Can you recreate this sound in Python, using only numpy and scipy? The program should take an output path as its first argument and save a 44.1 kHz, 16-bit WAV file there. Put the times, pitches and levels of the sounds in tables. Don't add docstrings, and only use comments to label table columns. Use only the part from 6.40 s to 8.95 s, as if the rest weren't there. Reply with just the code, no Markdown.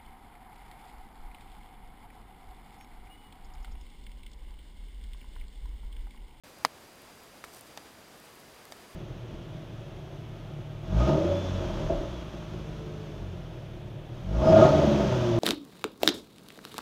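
import sys
import numpy as np
from scipy import signal
from scipy.fft import rfft, irfft
from scipy.io import wavfile
from scipy.ndimage import uniform_filter1d

SR = 44100
rng = np.random.default_rng(int(sys.argv[2]) if len(sys.argv) > 2 else 0)


def unload_wav(signal):
    wavfile.write(
        sys.argv[1],
        SR,
        np.round(np.clip(np.atleast_2d(signal).T, -1, 1) * 32767).astype(np.int16),
    )


N = 112454
T = np.arange(N) / SR


def undb(db):
    return 10 ** (np.asarray(db) / 20)


def unit(x):
    return x / np.sqrt(np.mean(x ** 2) + 1e-20)


def colour(x, points):
    point_hz, point_db = np.array(points, float).T
    bin_hz = np.maximum(np.arange(N // 2 + 1) * SR / N, 1)
    gain = undb(np.interp(np.log(bin_hz), np.log(point_hz), point_db))
    return unit(irfft(rfft(x) * gain, N))


def noise(points):
    return colour(rng.standard_normal(N), points)


def walk(rate):
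    hold = int(SR / rate)
    steps = np.repeat(rng.standard_normal(N // hold + 1), hold)
    return unit(uniform_filter1d(steps, hold)[:N])


def decay(start, t60):
    fall = np.clip((T - start) / t60, 0, 10)
    return (T >= start) * np.exp(-np.log(1000) * fall)


def ring(start, modes):
    return sum(undb(db) * decay(start, t60) * np.sin(2 * np.pi * hz * (T - start))
               for hz, db, t60 in modes)


def grains(rate, spread_db):
    size_db = spread_db * np.minimum(rng.exponential(size=N), 4)
    size = undb(size_db) * rng.choice([-1, 1], N)
    return (rng.random(N) < rate / SR) * size


def cut(x, hz, kind):
    return signal.sosfilt(signal.butter(2, hz, kind, fs=SR, output="sos"), x)


# start in seconds, level in dB, pitch ratio,
# treble edge of the first touch in Hz, rebound delay in ms, rebound in dB relative to the touch,
# scatter level in dB.
KNOCKS = [(.2494, 1, 1.018, 3130, 1.033, -5, -26), (1.0406, -17.5, 1.26, 3480, 0.63, -22, -39)]
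CLICKS = [(1.3744, -32, 1, 13000, 1.1, -9.5, -38.5), (2.2532, -44.5, 0.91, 15000, 0.47, -17, -65),
          (2.3222, -32.5, 0.993, 13000, 1.07, -10, -47.5)]
# frequency in Hz before the pitch ratio, level in dB, t60 in seconds.
KNOCK_MODES = [(620, -32, 0.0092), (1025, -7.5, 0.0044), (1730, -11.5, 0.0048), (2150, -24, 0.003),
               (3670, -30, 0.0042), (4830, -11, 0.0066), (5350, -20.5, 0.0025), (6380, -15, 0.0034),
               (8800, -16.5, 0.0027), (12500, -24, 0.0056)]
# frequency in Hz before the pitch ratio, level in dB, t60 in seconds.
CLICK_MODES = [(700, 0, 0.0095), (1810, -9, 0.022), (2230, -9, 0.022), (3710, -6, 0.011), (4860, -7, 0.014),
               (5600, -14, .006), (6170, -5, .007), (7530, -11, 0.0068), (8500, -11, 0.0033),
               (13000, -2, .002)]
# frequency in Hz, density in dB per Hz.
SCATTER = [(100, -3), (300, 3.5), (900, 9), (1800, 5), (3600, 2), (5000, -4), (6200, -9), (7700, -20.5),
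           (9500, -9.5), (13000, -13), (16000, -38)]
# frequency in Hz, density in dB per Hz.
TURF = [(50, -18), (150, 2.5), (330, 4), (650, 0), (1100, -20), (3000, -70)]
SCATTER_T60_S, TAIL_RISE_S = 0.036, 0.00028
TURF_DB, TURF_T60_S = -15.5, .11
SHELL_LOW_HZ, SHELL_TOP_HZ = 530, 13600


def contacts(table, modes):
    shell, tail = np.zeros(N), np.zeros(N)
    scatter, turf = noise(SCATTER), noise(TURF)
    for start, db, pitch, edge_hz, rebound_ms, rebound_db, scatter_db in table:
        tuned = [(hz * pitch, mode_db, t60) for hz, mode_db, t60 in modes]
        touch = cut(ring(start, tuned), edge_hz, "low")
        rebound = undb(rebound_db) * ring(start + rebound_ms / 1000, tuned)
        shell += undb(db) * (touch + rebound)

        after = scatter * decay(start, SCATTER_T60_S)
        after += undb(TURF_DB) * turf * decay(start, TURF_T60_S)
        rise = np.clip((T - start) / TAIL_RISE_S, 0, 1)
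        tail += undb(scatter_db) * after * rise
    shell = cut(shell, SHELL_LOW_HZ, "high")
    return cut(shell, SHELL_TOP_HZ, "low") + tail


# start in seconds, level in dB, nominal pitch in Hz.
TICKS = [(0.187, -46, 13200), (.2678, -45, 11500), (.5568, -49, 11500), (0.619, -44, 12000),
         (.8356, -43.5, 12800), (1.1452, -53, 9500), (1.2101, -33.5, 10600), (1.7760, -54, 11500),
         (1.8002, -43.5, 12100), (1.9552, -48, 12500), (2.0028, -46, 12500), (2.2538, -39, 10000),
         (2.3140, -49, 12000), (2.3689, -46, 12500)]
# multiple of its nominal pitch, level in dB, t60 in seconds.
BLADE_MODES = [(.72, -15, .0025), (.93, 3, 0.002), (1.25, -2.5, .0018)]
# frequency in Hz, density in dB per Hz.
CRACKLE = [(2000, 8), (6000, 1), (10000, -17), (12500, 12), (16000, -10)]
CRUMBLE_DB, CRUMBLE_T60_S = -9, .009
BLADE_LOW_HZ = 7500


def snaps():
    out, fibres = np.zeros(N), noise(CRACKLE)
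    for start, db, hz in TICKS:
        tuned = [(hz * ratio, mode_db, t60) for ratio, mode_db, t60 in BLADE_MODES]
        crumble = undb(CRUMBLE_DB) * fibres * decay(start, CRUMBLE_T60_S)
        out += undb(db) * (ring(start, tuned) + crumble)
    return cut(out, BLADE_LOW_HZ, "high")


# start in seconds, length in seconds, level in dB.
BRUSHES = [(1.0367, 0.016, -50.5), (1.045, 0.082, -63), (1.120, .031, -54.5), (1.136, 0.062, -53.5),
           (1.24, .05, -63), (1.832, .035, -60.5), (1.98, .025, -64), (2.307, 0.027, -61)]
# frequency in Hz, density in dB per Hz.
BRUSH = [(500, 4), (1000, 4.5), (3000, -4.5), (5800, 1), (6800, -5), (7700, 1), (8500, -1.5), (9150, 5),
         (9900, -5), (11000, -5), (12300, 1), (13200, -7), (14000, -1), (14800, -9), (16000, -14)]
BRUSH_RISE_SHARE, BRUSH_RELEASE_S = 0.41, .0025
BRUSH_GRAINS_PER_S, BRUSH_SPREAD_DB = 2000, 2.5
CRACKLE_PER_S, CRACKLE_DB, CRACKLE_SPREAD_DB = 120, -72, 1.5


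def rustle():
    pressure = np.zeros(N)
    for start, length, db in BRUSHES:
        swell = (T - start) / (BRUSH_RISE_SHARE * length)
        release = (start + length - T) / BRUSH_RELEASE_S
        pressure += undb(db) * np.clip(np.minimum(swell, release), 0, 1)
    slips = colour(grains(BRUSH_GRAINS_PER_S, BRUSH_SPREAD_DB), BRUSH)
    crackles = colour(grains(CRACKLE_PER_S, CRACKLE_SPREAD_DB), CRACKLE)
    return pressure * slips + undb(CRACKLE_DB) * crackles


# frequency in Hz, density in dB per Hz.
AIR = [(20, -14), (50, -4), (130, -1.5), (320, 0.5), (700, -1.2), (1400, -6), (2400, -9), (4000, -12.5),
       (8500, -17), (12800, -20), (14200, -23), (16000, -27.5)]
AIR_DB, AIR_FLICKER_DB, AIR_FLICKER_PER_S = -53, .5, 18


def air():
    level_db = AIR_DB + AIR_FLICKER_DB * walk(AIR_FLICKER_PER_S)
    return noise(AIR) * undb(level_db)


# frequency in Hz, rms level in dB.
WHINE = [(4800, -70.5), (9600, -82), (14400, -81.5)]
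HAZE_DB, HAZE_WANDER_PER_S = -81, 140


def whine():
    lines = sum(undb(db) * np.sqrt(2) * np.sin(2 * np.pi * hz * T) for hz, db in WHINE)
    lowest_hz = WHINE[0][0]
    haze = unit(walk(HAZE_WANDER_PER_S) * np.sin(2 * np.pi * lowest_hz * T))
    return lines + undb(HAZE_DB) * haze


def scene():
    beetles = contacts(KNOCKS, KNOCK_MODES) + contacts(CLICKS, CLICK_MODES)
    grass = snaps() + rustle()
    background = air() + whine()
    return (beetles + grass + background)[None]


START_S, TOP_HZ = .036, 16000


def record(dry):
    opened = dry * (T >= START_S)
    return signal.sosfilt(signal.ellip(10, .1, 80, TOP_HZ, fs=SR, output="sos"), opened)


dry = scene()
out = record(dry)
unload_wav(out)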